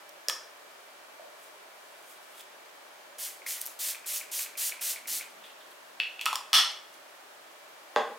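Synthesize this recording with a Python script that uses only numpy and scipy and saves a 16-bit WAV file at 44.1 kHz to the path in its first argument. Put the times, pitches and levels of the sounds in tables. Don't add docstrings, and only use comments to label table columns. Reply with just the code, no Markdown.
import sys
import numpy as np
from scipy import signal
from scipy.fft import rfft, irfft, next_fast_len
from scipy.io import wavfile
from scipy.ndimage import uniform_filter1d, minimum_filter1d, map_coordinates

SR = 44100
rng = np.random.default_rng(int(sys.argv[2]) if len(sys.argv) > 2 else 0)


def rack_gain(trim_db):
    fader = np.asarray(trim_db, float)
    return 10 ** (fader / 20)


def file_out(sig):
    cols = np.atleast_2d(sig).T
    lim = np.clip(cols, -1, 1)
    pcm = np.round(lim * 32767).astype(np.int16)
    wavfile.write(sys.argv[1], SR, pcm)


N = 360738


def unit(x):
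    return x / np.sqrt(np.mean(x ** 2) + 1e-20)


def along(points, hz):
    f, v = np.transpose(points)
    return np.interp(np.log(hz + 1), np.log(f + 1), v)


def filtered(x, response):
    size = next_fast_len(N + SR // 2)
    hz = np.fft.rfftfreq(size, 1 / SR)
    return irfft(rfft(x, size) * response(hz), size)[..., :N]


def coloured(x, spectrum):
    closed = [(spectrum[0][0] / 2, -80)] + list(spectrum)
    return unit(filtered(x, lambda hz: rack_gain(along(closed, hz))))


def grainy(spiky_db, rate):
    knots = rng.standard_normal(int(N * rate / SR) + 4)
    size = rack_gain(spiky_db * map_coordinates(knots, [np.arange(N) * rate / SR]))
    return size * rng.standard_normal(N)


def ring(modes, attack, size=2048):
    t = np.arange(size) / SR
    x = np.zeros(size)
    for k, (hz, width, db) in enumerate(modes):
        strength = (-1) ** k * rack_gain(db + rng.normal(0, 0.37)) * width
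        x += strength * np.exp(-np.pi * width * t) * np.sin(2 * np.pi * hz * t)
    x = x * (1 - np.exp(-t / attack)) ** 2
    return x / np.abs(x).max()


def add(track, s, sound):
    part = track[..., round(s * SR):][..., :sound.shape[-1]]
    part += sound[..., :part.shape[-1]]


def crack(t60, size=2048):
    t = np.arange(size) / SR
    shape = rack_gain(-60 * t / t60) * (1 - np.exp(-t / 0.00037))
    z = rfft(rng.standard_normal(size) * shape)
    even = irfft(z / np.abs(z), size)
    burst = even * np.sqrt(shape)
    band = signal.butter(1, [2200, 10000], "band", fs=SR, output="sos")
    x = signal.sosfilt(band, burst)
    return 2 * x / np.linalg.norm(x)


def hump(s, rise, fall):
    t = np.arange(N) / SR - s
    return -15 * np.maximum(-t / rise, t / fall)


# hz [Hz], t60_s [s]
ROOM_T60 = [(200, 0.49), (1000, 0.48), (3000, 0.43), (8000, 0.38), (16000, 0.23)]
# [dB, before walls_db]
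WALL_ECHOES = [(.007, -6.5), (.0165, -12), (.022, -15), (.028, -17), (.05, -16.5), (.057, -18), (.067, -23)]


def room(x, tail_db, side_db, walls_db):
    hz, t, z = signal.stft(rng.standard_normal((2, SR // 2)), SR, nperseg=256)
    decay = rack_gain(-60 * t / along(ROOM_T60, hz)[:, None])
    tail = signal.istft(z * decay, SR, nperseg=256)[1]
    age = np.arange(tail.shape[1]) / SR
    tail = tail * (1 - np.exp(-np.clip(age - .006, 0, None) / 0.00084))
    mid, side = rack_gain(tail_db) * tail / np.linalg.norm(tail[0])
    mid[0] = 1
    for k, (s, db) in enumerate(WALL_ECHOES):
        mid[round(s * SR)] += rack_gain(db + walls_db)
        side[round(s * SR)] += (-1) ** k * rack_gain(db + walls_db)
    answer = np.array([mid + rack_gain(side_db) * side, mid - rack_gain(side_db) * side])
    return signal.fftconvolve(x[None], answer, axes=1)[:, :N]


# [dB per Hz, relative]
HISS_SPECTRUM = [(26, -40), (45, -36), (90, -27.5), (161, -19.5), (216, -21), (336, -10), (430, -7),
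                 (486, -8.5), (591, 0), (719, -4), (1010, -4.5), (1740, -6.5), (2390, -11), (3130, -11.5),
                 (3720, -14), (15800, -25.5)]
# hz [Hz], likeness [-1 to 1]
HISS_LIKENESS = [(60, 0.39), (180, 0.73), (550, 0.29), (1650, 0.045), (4970, 0.047), (15000, 0.71)]


def hiss():
    def split(hz):
        angle = np.arccos(np.clip(along(HISS_LIKENESS, hz), -1, 1)) / 2
        return rack_gain(along(HISS_SPECTRUM, hz)) * [np.cos(angle), np.sin(angle)]

    mid, side = filtered(rng.standard_normal((2, N)), split)
    return rack_gain(-51) * unit(np.array([mid + side, mid - side]))


def whine():
    tone_hz, rms_db, fade_db_per_s = 2325, -69, 50
    fade_start_s, return_s = 5.1, 7.53
    t = np.arange(N) / SR
    paused = np.clip(np.minimum(t - fade_start_s, return_s - t), 0, None)
    return np.sqrt(2) * rack_gain(rms_db - fade_db_per_s * paused) * np.sin(2 * np.pi * tone_hz * t)


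# loudest_s [s], rise_s [s per 15 dB], fall_s [s per 15 dB], level_db [dB]
LOW_SWELL = (5, .5, 1.5, -68)
# [dB per Hz, relative]
SWELL_SPECTRUM = [(110, -29), (160, -3), (250, 2), (380, -2), (800, -60)]


def swell():
    s, rise, fall, db = LOW_SWELL
    return rack_gain(db + hump(s, rise, fall)) * coloured(grainy(spiky_db=3.5, rate=7.8), SWELL_SPECTRUM)


# start_s [s], level_db [dB], pitch_hz [Hz]
DULL_BUMPS = [(1.195, -40, 628), (1.254, -45, 600)]


def bumps():
    out = np.zeros((2, N))
    for s, db, hz in DULL_BUMPS:
        bump = ring([(hz, 90, 0)], attack=0.0014)
        add(out, s, rack_gain(db) * room(bump, tail_db=-2, side_db=1, walls_db=-7))
    return out


# loudest_s [s], rise_s [s per 15 dB], fall_s [s per 15 dB], fine_db [dB], coarse_db [dB]
SLEEVE_MOVES = [(1.44, 0.063, .08, -57, -66), (1.91, 0.33, .2, -67, -73), (2.122, 0.11, 0.035, -53.5, -65),
                (2.235, .08, 0.044, -65, -71), (2.41, 0.1, 0.013, -50, -55.5), (5.3, .01, .05, -64, -61),
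                (5.452, 0.036, 0.1, -61, -51.5), (5.612, 0.031, .1, -72, -62), (5.714, .03, .03, -62, -60),
                (6.938, .015, 0.03, -58, -58)]
# [dB per Hz, relative]
FINE_SPECTRUM = [(2500, -39), (4500, -11), (9000, -4), (16000, -9.5)]
# [dB per Hz, relative]
COARSE_SPECTRUM = [(1200, -29), (2500, -12.5), (3500, -8), (6000, -35)]


def sleeves():
    fine = coloured(grainy(spiky_db=2.0, rate=220), FINE_SPECTRUM)
    coarse = coloured(grainy(spiky_db=3.0, rate=180), COARSE_SPECTRUM)
    out = np.zeros(N)
    for s, rise, fall, fine_db, coarse_db in SLEEVE_MOVES:
        rustle = rack_gain(fine_db) * fine + rack_gain(coarse_db) * coarse
        out += rack_gain(hump(s, rise, fall)) * rustle
    return room(out, tail_db=-8.0, side_db=-2, walls_db=-13)


# start_s [s], level_db [dB]
TABLE_KNOCKS = [(7.961, -9)]
# [dB, before weighting by width]
TABLE_TOP_MODES = [(222, 25, -15), (460, 36, 3.5), (600, 33, 1), (820, 63, 2), (1070, 96, 0),
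                   (1254, 68, -7.5), (1560, 150, -4), (1933, 150, -7), (2650, 480, -11), (3420, 370, -9),
                   (4450, 1500, -9.5), (6450, 1900, -11)]


def table():
    out = np.zeros((2, N))
    for s, db in TABLE_KNOCKS:
        knock = ring(TABLE_TOP_MODES, attack=0.00054) + rack_gain(-20) * crack(t60=0.0095)
        add(out, s, rack_gain(db) * room(knock, tail_db=-1.0, side_db=-12.5, walls_db=-1.5))
    return out


# start_s [s], crack_db [dB], ring_db [dB, where the place meets a group],
# place [group struck, from 0 low to 2 high], room_db [dB]
CAP_CONTACTS = [(0.2843, -10.5, -13, 2.13, -5), (0.2968, -13, -19, 1.04, -9.5),
                (6.0001, -29, -14, 0.38, -3.5), (6.034, -48, -24, .01, -2), (6.193, -46, -28, 0.22, -3),
                (6.212, -20.5, -24, .6, -3.5), (6.2567, -9.5, -22, 2, -4), (6.262, -28, -15.5, 0.48, -3.5),
                (6.329, -20.5, -30, 1.6, 0), (6.356, -13, -18, 1.8, -9), (6.5307, 5.5, 6, 1.28, -2.5)]
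# [dB, before weighting by width]
CAP_WALL_MODES = [
    [(2633, 123, 11.5), (2920, 41, 1), (1890, 440, -4.5)],
    [(3393, 235, 1.5), (2955, 95, -7), (1780, 590, -12), (2300, 570, -13), (4300, 570, -4)],
    [(4980, 210, -1), (5530, 430, 2.5), (7000, 860, -7)],
]


def cap():
    place_loss_db = 10
    out = np.zeros((2, N))
    for s, crack_db, ring_db, place, room_db in CAP_CONTACTS:
        contact = rack_gain(crack_db) * crack(t60=0.015)
        for k, modes in enumerate(CAP_WALL_MODES):
            contact += rack_gain(ring_db - place_loss_db * (k - place) ** 2) * ring(modes, attack=0.00029)
        add(out, s, room(contact, room_db, side_db=-9.5, walls_db=room_db))
    return out


# start_s [s], level_db [dB], pitch_hz [Hz], room_db [dB]
AIR_POPS = [(0.2835, -34.5, 537, -6), (0.2849, -30.5, 1770, 2), (0.296, -29, 1240, -2.5),
            (6.2582, -29, 1210, -7), (6.263, -19, 1280, -1.5), (6.329, -20.5, 1090, -4.5),
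            (6.5308, -10, 1313, -2), (6.5314, -21.5, 820, -4.5)]


def air_pops():
    out = np.zeros((2, N))
    for s, db, hz, room_db in AIR_POPS:
        pop = ring([(hz, 110, 0), (0.78 * hz, 250, -12), (1.34 * hz, 500, -16)], attack=0.00038)
        add(out, s, rack_gain(db) * room(pop, room_db, side_db=-12.0, walls_db=room_db))
    return out


# start_s [s], level_db [dB], pitch_hz [Hz]
PISTON_STOPS = [(3.419, -39, 2260), (3.4642, -26, 2150), (3.582, -39, 2060), (3.947, -31, 2460),
                (4.045, -38, 2420), (4.2122, -30.5, 2350), (4.298, -41, 2450), (4.4616, -34.5, 2470),
                (4.554, -36, 2420), (4.722, -27.5, 2360), (4.794, -38, 2500), (4.961, -31, 2300),
                (5.0565, -36, 2300), (5.21, -29, 2340)]


def pump():
    out = np.zeros((2, N))
    for s, db, hz in PISTON_STOPS:
        tick = ring([(hz, 320, 0), (0.936 * hz, 600, -6), (5200, 900, -20)], attack=0.00046)
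        add(out, s, rack_gain(db) * room(tick, tail_db=-7, side_db=-9, walls_db=-1.5))
    return out


# [Hz, centre]
BRIGHT_TICKS = [(.0925, -39.5, 5650), (2.408, -41, 5000), (3.371, -47, 7900), (3.6143, -20.5, 12400),
                (3.654, -40, 5000), (3.657, -28, 13100), (3.663, -26, 12500), (3.671, -30, 11500),
                (6.716, -41, 7500), (6.94, -45.5, 5940)]


def spits():
    out = np.zeros((2, N))
    t = np.arange(256) / SR
    puff = np.sin(np.pi * np.clip(t / 0.0023, 0, 1)) ** 2
    for s, db, hz in BRIGHT_TICKS:
        bright_noise = np.diff(rng.standard_normal(257))
        spit = puff * (0.73 * np.sin(2 * np.pi * hz * t) + 0.64 * bright_noise)
        add(out, s, rack_gain(db) * room(spit, tail_db=-20, side_db=9, walls_db=-21))
    return out


# start_s [s], press_s [s],
# level_db [dB, jet before build-up and sag], fade_db_per_s [dB/s]
PUMP_STROKES = [(3.181, 0.077, -36, 190), (3.46, 0.063, -34, 148), (3.605, .01, -40, 500),
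                (3.653, 0.013, -45, 183), (3.788, .122, -32, 420), (4.058, 0.12, -33, 360),
                (4.312, .118, -32.5, 420), (4.57, .12, -31, 600), (4.808, 0.11, -31, 420),
                (5.07, 0.11, -32.5, 430)]


def pressure():
    open_s, build_s, weak_start_db, sag_db_per_s = 0.0048, 0.017, 8, 8
    channel_db, refill_s, channel_fade_db_per_s = -17, .055, 348
    jet, channel = np.zeros(N), np.zeros(N)
    age = np.arange(SR // 2) / SR
    for s, press, db, fade in PUMP_STROKES:
        level_db = db - weak_start_db * np.exp(-age / build_s) - sag_db_per_s * age
        full = np.clip(age / open_s, 0, 1) * rack_gain(level_db)
        released = np.clip(age - press, 0, None)
        refilled = np.clip(age - press - refill_s, 0, None)
        add(jet, s, full * rack_gain(-fade * released))
        add(channel, s, full * rack_gain(channel_db - channel_fade_db_per_s * refilled))
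    return jet, channel


# [dB per Hz, relative]
JET_SPECTRUM = [(1760, -14.5), (3000, -7), (4640, -4.5), (6120, -2), (10100, -1.5), (12300, -1.5),
                (15000, -3), (16000, -10), (16500, -60)]
# [dB per Hz, relative]
CHANNEL_SPECTRUM = [(530, -51), (900, -6), (1240, -1), (2230, 6), (2450, 3.5), (2850, 2.5), (4500, -1),
                    (5850, -35), (9900, -120)]


def spray():
    jet_gain, channel_gain = pressure()
    jet = coloured(grainy(spiky_db=1.5, rate=1400), JET_SPECTRUM)
    rush = coloured(grainy(spiky_db=4.5, rate=180), CHANNEL_SPECTRUM)
    near = room(jet_gain * jet + channel_gain * rush, tail_db=-10.5, side_db=-7.5, walls_db=-24.0)
    mist = rack_gain(-17.5) * jet_gain * coloured(rng.standard_normal(N), JET_SPECTRUM)
    return near + [mist, -mist]


def scene():
    close = bumps() + sleeves() + table() + cap() + air_pops() + pump() + spits() + spray()
    bass_cut = signal.butter(4, 175, "high", fs=SR, output="sos")
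    return hiss() + whine() + swell() + signal.sosfilt(bass_cut, close)


def band_limit(x):
    return signal.sosfilt(signal.butter(12, 16990, fs=SR, output="sos"), x)


def record(dry):
    need = np.minimum(1, rack_gain(-8.5) / (np.abs(dry).max(axis=0) + 1e-9))
    gain = uniform_filter1d(minimum_filter1d(need, size=221), size=111)
    rumble_cut = signal.butter(2, 170, "high", fs=SR, output="sos")
    thin = signal.sosfilt(rumble_cut, dry * gain)
    mix = filtered(thin, lambda hz: rack_gain(-30 * (hz > 15900)))
    return band_limit(mix)


dry = scene()
out = record(dry)
file_out(out)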